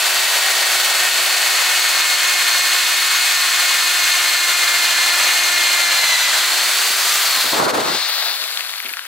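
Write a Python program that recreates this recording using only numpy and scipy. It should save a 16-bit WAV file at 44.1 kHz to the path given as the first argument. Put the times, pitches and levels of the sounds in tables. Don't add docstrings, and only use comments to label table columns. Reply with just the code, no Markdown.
import sys
import numpy as np
from scipy import signal
from scipy.fft import rfft, irfft, next_fast_len
from scipy.io import wavfile
from scipy.ndimage import uniform_filter1d, map_coordinates

SR = 44100
rng = np.random.default_rng(int(sys.argv[2]) if len(sys.argv) > 2 else 0)


def file_out(sig):
    cols = np.atleast_2d(sig).T
    lim = np.clip(cols, -1, 1)
    pcm = np.round(lim * 32767).astype(np.int16)
    wavfile.write(sys.argv[1], SR, pcm)


def makeup_ratio(level_db):
    decades = np.asarray(level_db, float) / 20
    return 10 ** decades


N = 399974
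FREE_HZ = 403
THROUGH_S, RELEASE_S = 6.17, 7.205
TOP_HZ = 15780


def drill():
    speed = armature()
    turns = np.cumsum(speed) / SR
    tones = unbalance(turns) + third_order(turns) + pinion_mesh(turns)
    tones = tones + armature_slots(speed, turns) + brush_whistles(speed, turns)
    return placed(motor_noise(speed, turns) + tones + gear_clacks() + bearing_chirps())


# (time [s], speed [turns/s])
POWERED_SPEED = [(0.0, 380.3), (0.8, 371.3), (1.2, 366.2), (1.6, 365.3), (2.3, 358.0), (2.7, 358.7),
                 (3.1, 362.3), (4.3, 354.8), (5.0, 349.2), (5.3, 354.7), (5.6, 352.6), (6.05, 342.6),
                 (6.17, 334.6), (6.3, 336.9), (6.45, 350.5), (7.0, 398.0), (7.17, 403.1)]


def powered_speed():
    return curves(POWERED_SPEED)[0]


def armature():
    drag_hz, coast_per_s = 284, .377
    angle = np.arctan(FREE_HZ / drag_hz) - coast_per_s * coasted()
    return np.minimum(powered_speed(), drag_hz * np.tan(angle))


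def sag():
    return FREE_HZ - powered_speed()


def coasted():
    return np.clip(np.arange(N) / SR - RELEASE_S, 0, None)


def field_gone():
    return np.clip(coasted() - 0.23, 0, None)


def tone_fade_db():
    return 24.5 * field_gone()


# (time [s], level [dB])
BOX_SHAKE = [(0, 2.5), (.6, 4.5), (1.3, 2.5), (2, 0.33), (3.4, -3), (4.2, -1.5), (5.2, .9), (5.8, 1.5),
             (6.3, 1.7), (7.2, -0.5)]


def shake_db():
    return curves(BOX_SHAKE)[0]


def unbalance(turns):
    snag_db = 9 * bump(THROUGH_S, 0.16)
    level_db = -48 + 0.57 * shake_db() - snag_db - 76.5 * coasted()
    return makeup_ratio(level_db) * tone(turns, unsteady_db=1.4, spread=0.37)


def third_order(turns):
    loaded_db = -40.5 - 1.03 * shake_db()
    level_db = blend(loaded_db, -35.5, ramp(THROUGH_S + .5, .22)) - 110 * field_gone()
    rough = 1 + .7 * wobble(90)
    return makeup_ratio(level_db) * rough * tone(3 * turns, unsteady_db=1.8, spread=.2, blur=.12)


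# (multiple of the speed [1], level [dB])
MESH_SIDEBANDS = [(2, -14), (4, -5), (5, 0.5), (7, -0.5), (8, -5), (9, -12), (10, -11), (13, -14),
                  (17, -16), (19, -13), (22, -9)]


def pinion_mesh(turns):
    mesh_db = blend(-44.5 + .36 * sag(), -50, ramp(THROUGH_S - .04, .7)) - tone_fade_db()
    side_db = blend(-33 + .055 * sag(), -47, ramp(THROUGH_S - .25, 0.31)) - tone_fade_db()
    out = makeup_ratio(mesh_db) * (1 + .3 * wobble(60)) * tone(6 * turns, unsteady_db=1.2, spread=0.3)
    third = tone(18 * turns, unsteady_db=2, spread=.3, blur=.15)
    out += makeup_ratio(np.minimum(mesh_db, -27) - 7.5) * (1 + .6 * wobble(120)) * third
    sidebands = sum(makeup_ratio(db) * tone(round(k) * turns, unsteady_db=1.6, spread=.25, blur=.04)
                    for k, db in MESH_SIDEBANDS)
    return out + makeup_ratio(side_db) * sidebands


def armature_slots(speed, turns):
    slots, blades = 12, 21
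    loaded_db = -31.5 + 0.231 * np.clip(sag() - 35, 0, None)
    level_db = blend(loaded_db, -29, ramp(THROUGH_S - .04, 0.089))
    level_db = level_db - 13 * np.clip(field_gone() / .12, 0, 1) - tone_fade_db()
    level_db -= np.clip(slots * speed - 4420, 0, None) / 100 * ramp(THROUGH_S, .1)
    out = makeup_ratio(level_db - 1.5) * tone(slots * turns, unsteady_db=2.2, spread=.3, blur=.14)
    common = wobble(260) + 0.64 * wobble(230)
    opposed = wobble(260) * 0.36 * np.array([[1], [-1]])
    out += makeup_ratio(level_db + 1.0) * (common + opposed) * np.sin(2 * np.pi * slots * turns)
    return out + makeup_ratio(level_db - 5) * wobble(160) * np.sin(2 * np.pi * blades * turns)


# (frequency [Hz], level [dB])
HOUSING_RADIATION = [(7000, -30), (10000, -15), (12000, -8), (13600, -2), (15000, 0), (16000, 0)]


def brush_whistles(speed, turns):
    level_db = -40 - .2 * np.clip(150 - speed, 0, None)
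    out = 0
    for k in 12 * np.arange(3, 13):
        hz = k * speed
        rasp = 1 + .6 * (speed > 380) - sag() / 70 + .5 * wobble(200) + sag() / 25 * wobble(500)
        gain = makeup_ratio(level_db + along(HOUSING_RADIATION, hz)) * (hz < TOP_HZ)
        out = out + gain * rasp * tone(k * turns, unsteady_db=1.5, spread=.2, blur=.2)
    return out


def motor_noise(speed, turns):
    chuck = np.sin(2 * np.pi * turns / 17.5)
    shaft = np.sin(2 * np.pi * turns)
    powered = np.arange(N) < RELEASE_S * SR
    mains = np.sin(2 * np.pi * 120 * np.arange(N) / SR) * powered
    chatter = 0.086 * wobble(15) + 0.63 * wobble(45) + 0.387 * wobble(300)
    slack = np.clip(1 - speed / 260, 0, 1)
    rattle = slack * (5 * wobble(1300) + 1.5 * wobble(110))
    saw_db, case_db, fan_db, brush_db = part_levels(speed)
    out = makeup_ratio(saw_db) * saw_teeth(chatter + rattle - 4.02 * slack + 0.27 * chuck + 1.83 * shaft)
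    out += makeup_ratio(case_db) * gear_case(chatter + rattle - 7.1 * slack + 0.13 * chuck + 1.0 * mains)
    out += makeup_ratio(fan_db) * fan(1.15 * chatter + .5 * chuck + .5 * mains)
    out += makeup_ratio(brush_db) * brushes(1.32 * chatter + .5 * chuck + 0.65 * mains + 2.0 * shaft)
    return out + motor_shell(speed, chatter + .6 * rattle) + box_panel(speed) + box_shell(speed, chatter)


# (level [dB], load gain [dB per Hz of sag], coasting gain [dB per dB of speed], share of
# nearness [dB/dB], extra yielding while the draught overloads, negative: rising [dB/dB])
PART_LEVELS = [
    (-21, 0.0088, .95, 0.2, -0.06),
    (-21.5, 0.0042, 1.03, 1.725, 0.1359),
    (-22, -0.0182, 1.5, .02, -0.15),
    (-22.5, -0.0709, 1.0472, 0.1, 0.07),
]


def part_levels(speed):
    tear_db = bump(THROUGH_S + 0.18, .12)
    near_db, slow_db, over_db = nearness_db(), slowing_db(speed), overload_db()
    return [db + load * sag() + coast * slow_db + share * near_db + tear_db - hidden * over_db
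            for db, load, coast, share, hidden in PART_LEVELS]


# (time [s], nearness [dB])
NEARNESS = [(7.2, -0.5), (7.5, 2), (7.9, 3), (8.2, 4.5), (8.5, 3.5), (8.7, 2), (9.07, 0.48)]


def nearness_db():
    return curves(NEARNESS)[0]


def slowing_db(speed):
    return 20 * np.log10(speed / powered_speed())


# (frequency [Hz], level [dB])
SAW_SPECTRUM = [(600, -51), (950, -9.5), (1400, -2.5), (2000, -1.5), (2700, -3), (3300, -3), (4000, -15),
                (6000, -72)]


def saw_teeth(pulse_db):
    return rush(colour(SAW_SPECTRUM), makeup_ratio(pulse_db + 0.66 * wobble(30)))


# (frequency [Hz], width [Hz], level [dB])
CASE_MODES = [(3554, 540, -4), (4241, 487, -0.5), (4887, 760, -4.5)]


def gear_case(pulse_db):
    return rush(lambda hz: modes(CASE_MODES)(hz) ** 2, makeup_ratio(pulse_db))


# (frequency [Hz], level [dB])
FAN_SPECTRUM = [(3500, -37.5), (5300, -3.5), (6200, -2), (7000, -3), (7500, -0.5), (8100, -4),
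                (10000, -8.5), (12000, -29), (16000, -49)]


def fan(pulse_db):
    return rush(colour(FAN_SPECTRUM), makeup_ratio(pulse_db + 0.22 * wobble(14)))


# (frequency [Hz], level [dB])
BRUSH_SPECTRUM = [(6000, -40), (9000, -6), (10500, 0), (12100, -2.5), (12900, -.5), (13700, -3.5),
                  (14500, -2), (16000, -3.5)]


def brushes(pulse_db):
    return rush(colour(BRUSH_SPECTRUM), makeup_ratio(pulse_db + 0.26 * wobble(12)))


# (frequency [Hz], width [Hz], level [dB])
SHELL_MODES = [(330, 240, -5), (1400, 700, 1.5), (5600, 1270, 0.5)]


def motor_shell(speed, pulse_db):
    level_db = -31 - 30 * (1 - ramp(6.75, 0.26)) + 1.24 * slowing_db(speed) + 1.01 * nearness_db()
    return makeup_ratio(level_db) * rush(lambda hz: modes(SHELL_MODES)(hz) ** 2, makeup_ratio(pulse_db))


# (frequency [Hz], level [dB])
PANEL_SPECTRUM = [(20, -32), (60, -28), (110, -17), (200, -6), (262, -6), (282, 4), (302, -7), (400, -15),
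                  (700, -50)]


def box_panel(speed):
    deep = ramp(4.27, .9) - ramp(THROUGH_S + .5, 0.49)
    level_db = -64 + 7.5 * deep + .3 * shake_db() + 1.4 * slowing_db(speed) + .9 * nearness_db()
    return makeup_ratio(level_db) * rush(colour(PANEL_SPECTRUM), makeup_ratio(0.94 * wobble(16)))


# (frequency [Hz], level [dB])
BOX_SPECTRUM = [(100, -65), (250, -22), (450, -5), (700, 5.5), (1000, 3), (1400, -9), (2200, -56)]


def box_shell(speed, chatter):
    level_db = -33 + shake_db() + 1.45 * slowing_db(speed) + 1.5 * nearness_db()
    return makeup_ratio(level_db) * rush(colour(BOX_SPECTRUM), makeup_ratio(2.0 * chatter))


# (time [s], peak level [dB], pitch [Hz])
GEAR_CLACKS = [(8.2254, -14, 4000), (8.2846, -17, 4270), (8.3402, -13.5, 3570), (8.4394, -14, 2490),
               (8.4946, -26, 3530), (8.5244, -28.5, 4060), (8.573, -11, 3550), (8.6073, -14, 2680),
               (8.694, -17, 3580), (8.7375, -17.5, 2020), (8.7574, -21, 3670), (8.7764, -26, 1950),
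               (8.7814, -17.5, 4290), (8.8024, -15, 2210), (8.8308, -28, 1960), (8.8608, -19.5, 2600),
               (8.893, -17.5, 2290), (8.904, -23.5, 1480), (8.9371, -17.5, 2530), (8.943, -23, 1430),
               (8.97, -17, 1470), (8.993, -16, 1550), (9.0224, -29, 1520), (9.0523, -25.5, 2080)]


def gear_clacks():
    def plate(hz):
        return (1j * hz / 800 / (1 + 1j * hz / 800)) ** 4 / (1 + (hz / 6000) ** 4)
    return 1.5 * filtered(pings(GEAR_CLACKS, t60=.007, crack=.9, attack=.0001), plate)


# (time [s], peak level [dB], pitch [Hz])
BEARING_CHIRPS = [(8.6058, -24, 14000), (8.756, -26, 13200), (8.768, -12.5, 13100), (8.7959, -8, 12700),
                  (8.8253, -9, 12900), (8.8443, -11, 13100), (8.8747, -22, 13100), (8.8852, -7, 13000),
                  (8.9281, -6, 13100), (8.9404, -14, 12800), (8.9915, -17, 13500)]


def bearing_chirps():
    return .5 * pings(BEARING_CHIRPS, t60=.008, crack=.03, attack=.001)


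# (time [s], left minus right [dB], left lag [s])
DRILL_PLACE = [(0, .8, 0), (7, .8, 0), (7.5, 1.8, 0), (8, 6, -.00005), (8.5, 7, -.00009),
               (9.07, 6.5, -.00009)]


def placed(x):
    pan_db, lag = curves(DRILL_PLACE)
    late = np.clip(np.arange(N) + np.round(lag * SR).astype(int), 0, N - 1)
    middle = filtered(x, lambda hz: 1 / (1 + (400 / (hz + 1)) ** 2) / (1 + (hz / 10000) ** 4))
    x = x + middle * (makeup_ratio([pan_db / 2, -pan_db / 2]) - 1)
    return np.array([x[0], x[1][late]])


# (frequency [Hz], level [dB])
PORT_SPECTRUM = [(15, -60), (30, -34), (70, -18.5), (150, -9), (300, 0), (600, 2), (1200, 1), (2200, -11.5),
                 (3500, -60)]


def draught():
    lumps = makeup_ratio(1.8 * wobble(70) + 1.8 * np.array([wobble(90), wobble(90)]))
    likeness = [(60, .94), (180, 0.8), (500, 0.27), (1200, 0.097)]  # (Hz, left-right likeness)
    level_db = draught_db() + 8 + 0.76 * lumps_db()
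    return makeup_ratio(level_db) * rush(colour(PORT_SPECTRUM), lumps, alike=likeness)


# (time [s], level [dB])
COOLING_AIR = [(7.495, -58.5), (7.535, -26.5), (7.6, -22.5), (7.82, -24), (7.94, -32), (7.985, -40),
               (8.03, -62)]
# (time [s], peak level [dB], length [s])
AIR_WISPS = [
    (7.375, -40, 0.0195),
    (7.463, -35, 0.0266),
]


def draught_db():
    gust_db, = curves([(7.3, -100)] + list(COOLING_AIR) + [(8.15, -100)])
    wisps = sum(makeup_ratio(db) * bump(s, length) for s, db, length in AIR_WISPS)
    return 20 * np.log10(makeup_ratio(gust_db) + wisps)


# (time [s], depth [dB], length [s])
PRESSURE_LUMPS = [
    (7.61, 3, .008),
    (7.64, 2, .008),
    (7.672, 7, .01),
    (7.724, 11, .013),
    (7.765, 5, .01),
    (7.79, 4, .01),
    (7.83, 5, .015),
]


def lumps_db():
    return sum(db * bump(s, length) for s, db, length in PRESSURE_LUMPS)


def overload_db():
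    return uniform_filter1d(np.clip(draught_db() + 36, 0, None), size=2205)


# (time [s], peak level [dB], decay to -60 dB [s])
BOX_BUMPS = [
    (4.38, -46, .08),
    (6.9, -29.5, 0.084),
    (8.845, -34.5, 0.21),
    (8.91, -38, .08),
    (9.05, -48, .1),
]
# (frequency [Hz], width [Hz], level [dB])
WALL_MODES = [(130, 80, -23), (280, 124, 1), (520, 220, 2), (900, 300, -8.5)]


def bumps():
    push, t = np.zeros(N + SR), np.arange(SR // 5) / SR
    for s, db, t60 in BOX_BUMPS:
        push[round(s * SR):][:len(t)] += makeup_ratio(db + 11.0 - 60 * t / t60) * rng.standard_normal(len(t))
    return filtered(push[:N], modes(WALL_MODES))


def pings(rows, t60, crack, attack):
    out, t = np.zeros(N + SR), np.arange(SR // 20) / SR
    for s, db, hz in rows:
        ring = np.sin(2 * np.pi * hz * t) + crack * rng.standard_normal(len(t))
        out[round(s * SR):][:len(t)] += makeup_ratio(db + 4 - 60 * t / t60) * (1 - np.exp(-t / attack)) * ring
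    return out[:N]


def tone(turns, unsteady_db, spread, blur=0.075):
    phase = 2 * np.pi * (turns + blur * wobble(30)) + rng.uniform(0, 2 * np.pi)
    lead = spread * rng.standard_normal()
    return np.sqrt(2) * makeup_ratio(unsteady_db * wobble(18)) * np.sin([phase + lead, phase - lead])


# (frequency [Hz], correlation [1])
PORT_LIKENESS = [(60, 0.99), (150, 0.955), (380, 1), (950, 0.97), (2380, 0.89), (5980, 0.73), (15000, 0.68)]


def rush(response, drive, alike=PORT_LIKENESS):
    def shares(hz):
        turn = np.arccos(np.clip(along(alike, hz), -1, 1)) / 2
        return response(hz) * [np.cos(turn), np.sin(turn)]
    mid, side = filtered(drive * rng.standard_normal((2, N)), shares)
    return unit(np.array([mid + side, mid - side]))


def modes(rows):
    def response(f):
        return sum((-1) ** k * makeup_ratio(db) * 1j * f * width / (centre * centre - f * f + 1j * f * width)
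                   for k, (centre, width, db) in enumerate(rows))
    return response


def colour(points):
    return lambda hz: makeup_ratio(along(points, hz))


def filtered(x, response):
    m = next_fast_len(N + 8192)
    return irfft(rfft(x, m) * response(np.fft.rfftfreq(m, 1 / SR)), m)[..., :N]


def unit(x):
    return x / np.sqrt(np.mean(x ** 2) + 1e-20)


def along(points, hz):
    f, v = np.transpose(points)
    return np.interp(np.log(hz + 1), np.log(f + 1), v)


def curves(rows):
    s, *columns = np.transpose(rows)
    return [np.interp(np.arange(N) / SR, s, column) for column in columns]


def wobble(rate):
    knots = rng.standard_normal(int(N * rate / SR) + 4)
    return map_coordinates(knots, [np.arange(N) * rate / SR], order=1)


def ramp(start_s, length_s):
    return np.clip((np.arange(N) / SR - start_s) / length_s, 0, 1)


def bump(s, length_s):
    return np.exp(-((np.arange(N) / SR - s) / length_s) ** 2)


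def blend(first, second, share):
    return first + share * (second - first)


def scene():
    return drill() + draught() + bumps()


def top_cut(x):
    return signal.sosfilt(signal.butter(12, 16250, fs=SR, output="sos"), x)


def record(dry):
    held = dry * makeup_ratio(-lumps_db() - 0.228 * overload_db())
    return top_cut(filtered(held, lambda hz: hz < TOP_HZ))


dry = scene()
out = record(dry)
file_out(out)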